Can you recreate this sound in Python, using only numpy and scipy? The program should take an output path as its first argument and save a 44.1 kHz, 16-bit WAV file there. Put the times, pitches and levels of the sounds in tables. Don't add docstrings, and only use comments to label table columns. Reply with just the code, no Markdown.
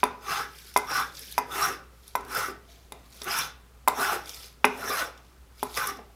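import sys
import numpy as np
from scipy import signal
from scipy.fft import rfft, irfft, next_fast_len
from scipy.io import wavfile
from scipy.ndimage import uniform_filter1d, map_coordinates

SR = 44100
rng = np.random.default_rng(int(sys.argv[2]) if len(sys.argv) > 2 else 0)


def gain_from_db(level_db):
    decades = np.asarray(level_db, float) / 20
    return 10 ** decades


def inscribe(sig):
    pcm = np.round(np.clip(np.atleast_2d(sig).T, -1, 1) * 32767)
    wavfile.write(sys.argv[1], SR, pcm.astype(np.int16))


N = 271215
CONTROL_S = np.arange(0, N, 44) / SR

KNOCKS = [
    (.0320, -4, -13, -0.5, -6),
    (0.762, -3, -16, 0.5, -12.5),
    (1.3796, -7.5, -26, 2.5, -7),
    (2.1526, -8, -19, -3, -12.5),
    (2.9212, -35.5, 5, 11.5, -2),
    (3.2170, -37, 8, -7, 1),
    (3.8762, -1.5, -23, -10.5, -11.5),
    (4.6443, -0.2, -22, -7, 1),
    (5.6288, -18.5, 4, 11.5, -11),
]


def unit(x):
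    return x / np.sqrt(np.mean(x ** 2) + 1e-20)


def along(points, hz):
    f, v = np.transpose(points)
    return np.interp(np.log(hz + 1), np.log(f + 1), v)


def wobble(rate):
    knots = rng.standard_normal(int(N * rate / SR) + 4)
    return map_coordinates(knots, [np.arange(N) * rate / SR])


def filtered(x, response):
    m = next_fast_len(N + SR // 2)
    return irfft(rfft(x, m) * response(np.fft.rfftfreq(m, 1 / SR)), m)[:N]


def rung(x, modes, turn=-1):
    out = 0
    for k, (hz, width, db) in enumerate(modes):
        out = out + turn ** k * gain_from_db(db) * signal.lfilter(*signal.iirpeak(hz, hz / width, SR), x)
    return out


def streaked(x, modes, streak_db, rate=14, near_hz=None, spread=None):
    out = np.zeros(N)
    for k, mode in enumerate(modes):
        off_db = 0 if near_hz is None else -spread * np.log2(mode[0] / near_hz) ** 2
        out += (-1) ** k * gain_from_db(streak_db * wobble(rate) + off_db) * rung(x, [mode])
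    running_power = np.abs(uniform_filter1d(out ** 2, SR // 8))
    return out / np.sqrt(running_power + 1e-12)


def tearing(spike_db, lump_db):
    return rng.standard_normal(N) * gain_from_db(spike_db * wobble(1200) + lump_db * wobble(70))


def strokes():
    # centre in Hz, width in Hz, level in dB.
    rubbed = [(680, 52, 2), (822, 78, -1.5), (1040, 79, -8), (1172, 68, -5), (1320, 65, -4.5),
              (1490, 70, -5), (1700, 180, -13.5)]
    rubbed_hard = [(1960, 330, 1), (2385, 71, 2.5), (2620, 160, -1.5)]
    vise = [(257.6, 45.3, -4.5), (318.8, 55.4, -7), (399.4, 50.3, 2.5), (536.4, 118.2, -5.5)]
    bench = [(134, 45, 0)]
    blade = [(2830, 210, -5.5), (3520, 160, 1.5), (4090, 170, -4.5), (5060, 230, -0.5), (5570, 170, 3.5),
             (6290, 240, -2.5)]
    dry_curls = [(2300, 380, -0.5), (3200, 610, 2), (4240, 2100, 1), (5240, 860, 3), (6100, 1700, -5),
                 (7300, 2200, -10)]
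    shaving = [(7470, 3500, -8), (9550, 830, -1), (10300, 950, -6), (11070, 340, 2), (12270, 2200, -5.5),
               (14200, 670, -3), (14860, 590, -4.5)]
    controls = [np.interp(np.arange(N) / SR, CONTROL_S, curve) for curve in drive()]
    wood_db, vise_db, blade_db, hiss_db, place_hz, focus, hard_db, back_db = controls
    idle = np.clip(0.84 * gain_from_db(2 * (back_db - blade_db)), .12, .95)
    chatter = gain_from_db(1.24 * wobble(35))

    wood = tearing(spike_db=1.5, lump_db=0.0)
    wood = streaked(wood, rubbed, streak_db=3.0, rate=25, near_hz=place_hz, spread=focus)
    wood = unit(rung(wood, [(1250, 4000, 0)]))
    hard_grain = streaked(tearing(spike_db=4.0, lump_db=-1.0), rubbed_hard, streak_db=2.0)
    wood += gain_from_db(hard_db - 8.5) * hard_grain
    clamped = streaked(tearing(spike_db=1, lump_db=4.0), vise, streak_db=5.0)
    boom = unit(rung(tearing(spike_db=6.5, lump_db=2.5), bench))
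    steel = rung(tearing(spike_db=2.5, lump_db=0.5), [(4700, 6300, 0)])
    steel = streaked(steel, blade, streak_db=4.5, rate=30)
    curls = streaked(tearing(spike_db=4.5, lump_db=0.0), dry_curls, streak_db=4, rate=120)
    hiss = rung(tearing(spike_db=3.0, lump_db=1.0), [(11300, 12000, 0)])
    hiss = streaked(hiss, shaving, streak_db=1.5, rate=48)

    cut = gain_from_db(wood_db) * wood + gain_from_db(vise_db) * clamped
    cut += gain_from_db(0.45 * wood_db - 40.5) * boom
    cut += gain_from_db(blade_db) * (np.sqrt(1 - idle) * steel + np.sqrt(idle) * curls)
    cut += gain_from_db(hiss_db) * hiss
    return chatter * cut


def drive():
    # edge touches, full bite and lift in seconds, wood level in dB, drift while biting in dB.
    pulls = [
        (0.199, 0.318, 0.41, -30, -1),
        (0.851, 0.918, 1.028, -29, -2),
        (1.473, 1.602, 1.689, -26.5, -2.5),
        (2.253, 2.37, 2.488, -29, -7),
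        (3.211, 3.354, 3.417, -31, 0),
        (3.915, 4.031, 4.149, -26.5, -3.5),
        (4.678, 4.955, 5.027, -30.5, -1),
        (5.758, 5.773, 5.892, -29.5, -4.5),
    ]
    # blade, shaving hiss and vise against the wood in dB,
    # pitch of the wood in Hz, pitch after the lift in Hz.
    voices = [(-7.5, -12, -14.5, 1200, 2400), (-7.5, -12.5, -16, 1320, 3700), (-7, -8.5, -13, 1310, 1400),
              (-8, -8.5, -11, 1340, 320), (-1, -5.5, -18.5, 1420, 1330), (-9, -9, -12, 1210, 1200),
              (-6, -7.5, -8.5, 1400, 1200), (-5.5, -8, -13.5, 1290, 850)]
    # focus on the pitch in dB per squared octave, hard grain in dB,
    # fall after the lift in dB/s, slide after it in dB.
    endings = [(30, 0.5, 320, -26), (36, -2.5, 315, -47), (20, 0.1, 316, -25), (22, 0, 348, -27),
               (20, 3.5, 303, -22), (14.7, -1.5, 297, -29), (12, 0.5, 322, -19), (34, 0, 333, -23.5)]
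    # time in seconds, wood level in dB, vise level in dB.
    snags = [
        (.40, -61.5, -39.5),
        (3.274, -29.5, -36.5),
        (5.775, -31, -60),
        (5.989, -44.5, -42),
    ]
    # start, busiest and end in seconds, rustle in dB, hiss against it in dB.
    returns = [
        (-.02, 0, 0.019, -51, -9),
        (0.46, .57, 1.08, -51, -3),
        (1.115, 1.19, 1.358, -44.5, -3.5),
        (1.96, 2.094, 2.13, -55.5, -2),
        (2.63, 2.704, 2.84, -58.5, -8),
        (3.03, 3.171, 3.46, -53.5, -3),
        (4.22, 4.294, 4.47, -45.5, -3.5),
        (5.15, 5.204, 5.33, -65.5, -17),
        (5.553, 5.591, 5.96, -53, -4),
        (5.68, 5.763, 5.77, -43, -1),
    ]
    rise_db, brush_db = 30.5, -10.5
    rest_db = -72.5

    touch, full, lift, db, drift_db = np.transpose(pulls)[..., None]
    blade_db, hiss_db, vise_db, hz, after_hz = np.transpose(voices)[..., None]
    focus, hard_db, fall_db_per_s, slide_db = np.transpose(endings)[..., None]
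    edge_db, gone = swell(touch, full, lift, rise_db, 1.65, fall_db_per_s)
    linger_db = db + slide_db + swell(full, lift, lift, rise_db, 1, 71.5)[0]
    steel_db = db + np.where(gone < 1, 0.93, 1) * edge_db + 1.4 * drift_db * gone
    load_db = db + vise_db + .6 * edge_db - 9.5 * np.sin(np.pi * gone) ** 2

    snag_s, snag_db, jolt_db = np.transpose(snags)[..., None]
    jerk_db = swell(snag_s - .018, snag_s, snag_s, 16, 0.91, 450)[0]

    start, busiest, end, back_db, air_db = np.transpose(returns)[..., None]
    rustle_db, past = swell(start, busiest, end, 15, 0.97, 259.5)
    rustle_db = back_db + rustle_db - 5 * past

    s, ring_db = np.transpose(KNOCKS)[:2, :, None]
    settle_db = -37 + 0.46 * ring_db + swell(s, s, s, rise_db, 1, 125)[0]
    settle_steel_db = settle_db - 18

    pitch_s = np.hstack([touch, full, lift, lift + .1]).ravel()
    pitch_hz = np.hstack([.92 * hz, hz, hz, after_hz]).ravel()
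    wood = together(db + edge_db + drift_db * gone, linger_db, snag_db + jerk_db, settle_db,
                    rustle_db + brush_db, rest_db)
    vise = together(load_db, jolt_db + jerk_db, settle_db - 1.0, rustle_db + brush_db - 6, rest_db + 4.0)
    blade = together(steel_db + blade_db, settle_steel_db, rustle_db, rest_db - 7.5)
    hiss = together(steel_db + hiss_db, settle_steel_db - 4.0, rustle_db + air_db, rest_db - 7.5)
    place_hz = np.interp(CONTROL_S, pitch_s, pitch_hz)
    focus, hard_db = (np.interp(CONTROL_S, full.ravel(), v.ravel()) for v in (focus, hard_db))
    return wood, vise, blade, hiss, place_hz, focus, hard_db, together(rustle_db, rest_db - 9.5)


def swell(start, full, end, rise_db, bend, fall_db_per_s):
    t = CONTROL_S
    to_go = np.clip((full - t) / np.maximum(full - start, 1e-3), 0, None)
    shape_db = -rise_db * to_go ** bend - fall_db_per_s * np.clip(t - end, 0, None)
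    gone = np.clip((t - full) / np.maximum(end - full, 1e-3), 0, 1)
    return np.maximum(shape_db, -150), gone


def together(*levels_db):
    return 10 * np.log10(sum(np.sum(np.atleast_2d(gain_from_db(2 * db)), axis=0) for db in levels_db))


def knocks():
    heels = [
        (0.037, -11.5, 0, -9.5, -30),
        (.7740, -18, -6.5, 3, -1),
        (1.3869, -10, -11.5, -11, -33.5),
        (3.8829, -10, -10.5, 9, -27),
        (4.6478, -4, -1, 0.5, -31),
    ]
    toe_thin_db = [-13.5, -4, -8, -10, 2, 2, -9, -5.5, -10]
    # centre in Hz, width in Hz, level in dB.
    thud = [(263, 19, -4.5), (421, 14, 5.5), (605, 80, -8.5)]
    dull = [(730, 70, -15), (839.5, 47, 5)]
    handle = [(930, 90, -11.5), (981, 39, 9.5), (1160, 330, -10)]
    thin = [(2041, 33, -4.5), (2077, 35, 2)]
    hard = [(1540, 74, -5), (1830, 160, -9.5), (2454, 99, 2.5), (2550, 350, -5.5), (3480, 180, -7.5)]
    sole = [(2040, 2200, 1)]
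    s, ring_db, thud_db, dull_db, hard_db = np.transpose(KNOCKS + heels)
    thin_db = np.array(toe_thin_db + [-31] * len(heels))

    def push(db):
        return np.bincount(np.round(s * SR).astype(int), gain_from_db(ring_db + db), N)

    low = rung(push(29), handle, turn=0.83)
    low += rung(push(thud_db + 36.5), thud, turn=0.83)
    low += rung(push(dull_db + 29.5), dull, turn=0.83)
    high = rung(push(thin_db + 33.0), thin) + rung(push(hard_db + 30), hard, turn=0.68)
    blunt = signal.sosfilt(signal.butter(4, 1250, fs=SR, output="sos"), low)
    return near(blunt + rung(rung(high, sole), sole))


def near(x):
    walls = [(.0031, -13), (.0072, -13.5), (.0118, -21), (.0175, -19.5), (.0246, -21.5)]
    out = x
    for k, (s, db) in enumerate(walls):
        out = out + (-1) ** k * gain_from_db(db) * np.pad(x, (round(s * SR), 0))[:N]
    return out


def ticks():
    # start in seconds, peak in dB above 8 kHz, lower steel ring against it in dB.
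    rattles = [(0.033, -33.5, 0), (0.0376, -19.5, -4), (0.7642, -23, 5), (0.7735, -11.5, -13),
               (0.785, -27.5, -29), (1.38, -20.5, -0.5), (1.3854, -21, -10.5), (2.1531, -26.5, -1),
               (2.1575, -24.5, -23), (2.208, -43, -1.5), (2.2493, -42, -2.5), (2.9215, -28.5, -5),
               (3.2173, -37, 13.5), (3.2334, -31, -19), (3.2426, -26, -18.5), (3.247, -34.5, -11.5),
               (3.876, -19, -12), (3.8822, -8.5, -13), (4.6453, -35.5, 7.5), (4.6482, -20.5, -4),
               (4.6524, -16.5, -6), (5.6288, -26, -2.5), (5.6326, -19.5, -15)]
    snaps = [(0.5851, -40.5, -1.5), (0.74, -34, -0.5), (1.1508, -46.5, 12), (1.1688, -46.5, 15),
             (1.1927, -29.5, -4.5), (1.3136, -32.5, -20), (1.3238, -26.5, -7), (2.0418, -49.5, -8),
             (2.0791, -33.5, -6.5), (2.2827, -43.5, -6.5), (2.3491, -24, -10), (3.1505, -52, -10),
             (3.166, -46, -9.5), (3.173, -44, -3), (3.2853, -30.5, -19), (3.3872, -17, -23.5),
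             (4.2577, -39, 4.5), (4.293, -32.5, 6.5), (4.344, -35, 0.5), (4.5266, -45.5, -14.5),
             (5.176, -53.5, 10), (5.25, -64, 7), (5.2994, -64, -4), (5.7493, -34, 4), (5.7736, -25, 2.5),
             (5.8717, -17.5, -20), (5.97, -48.5, 4)]
    # centre in Hz, width in Hz, level in dB.
    screw_low = [(3620, 230, 4), (4760, 210, 1.5), (5500, 710, 1.5), (6500, 1500, -10), (7620, 180, -4)]
    screw_high = [(9850, 140, -3), (10250, 650, -4), (12000, 280, -11.5), (11700, 5800, -6.5),
                  (12400, 1200, -1), (14420, 2200, -22.5)]
    s, peak_db, low_db = np.transpose(sorted(rattles + snaps))
    bright = rung(bursts(s, peak_db + .1, 0.015, screw_high), [(11600, 11000, 0.0037)])
    return bright + bursts(s, peak_db + low_db + .1, 0.023, screw_low)


def bursts(times, levels_db, t60, modes):
    out = np.zeros(N + SR)
    t = np.arange(SR // 20) / SR
    for s, db in zip(times, levels_db):
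        strengths = rng.standard_normal(len(modes))
        struck = [(hz, width, level + 4 * r) for (hz, width, level), r in zip(modes, strengths)]
        contact = gain_from_db(-60 * t / t60) * (1 - np.exp(-t / 0.00013)) * rng.standard_normal(len(t))
        ring = rung(contact, struck)
        out[round(s * SR):][:len(t)] += gain_from_db(db) * ring / np.abs(ring).max()
    return out[:N]


def shop(x):
    decay = [(200, 0.51), (1000, 0.36), (4000, 0.36), (12000, 0.1)]
    out = np.zeros(N + 2 * SR)
    step = SR // 4
    for start in range(0, N, step):
        hz, t, z = signal.stft(rng.standard_normal(SR // 2), SR, nperseg=256)
        fading = z * gain_from_db(-60 * t / along(decay, hz)[:, None])
        tail = signal.istft(fading, SR, nperseg=256)[1]
        wet = signal.fftconvolve(x[start:start + step], tail / np.linalg.norm(tail))
        out[start + 300:][:len(wet)] += wet
    return out[:N]


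def background():
    air = [(15, -43.5), (25, -8.5), (76, -15.5), (108, -6), (317, -18.5), (405, -18.5), (531, -23.5),
           (624, -20.5), (1260, -20), (2220, -26), (4140, -28), (6210, -30.5), (16000, -33)]
    turn = 2 * np.pi * 60 * np.arange(N) / SR + 0.4 * wobble(22)
    hum = gain_from_db(-52.5 + 2.2 * wobble(26)) * np.sin(turn)
    noise = filtered(rng.standard_normal(N), lambda hz: gain_from_db(along(air, hz)))
    return hum + gain_from_db(-60.0) * unit(noise)


def scene():
    hits = knocks() + ticks()
    cut = strokes()
    room = shop(gain_from_db(-13.0) * hits + gain_from_db(-11) * cut)
    return (hits + gain_from_db(-1) * cut + room + background())[None]


def low_pass(x):
    return signal.sosfilt(signal.butter(12, 16480, fs=SR, output="sos"), x)


def record(dry):
    rolled = filtered(dry[0], lambda hz: 1 / np.sqrt(1 + (hz / 15500) ** 60))
    return low_pass(np.clip(rolled, -1, 1)[None])


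dry = scene()
out = record(dry)
inscribe(out)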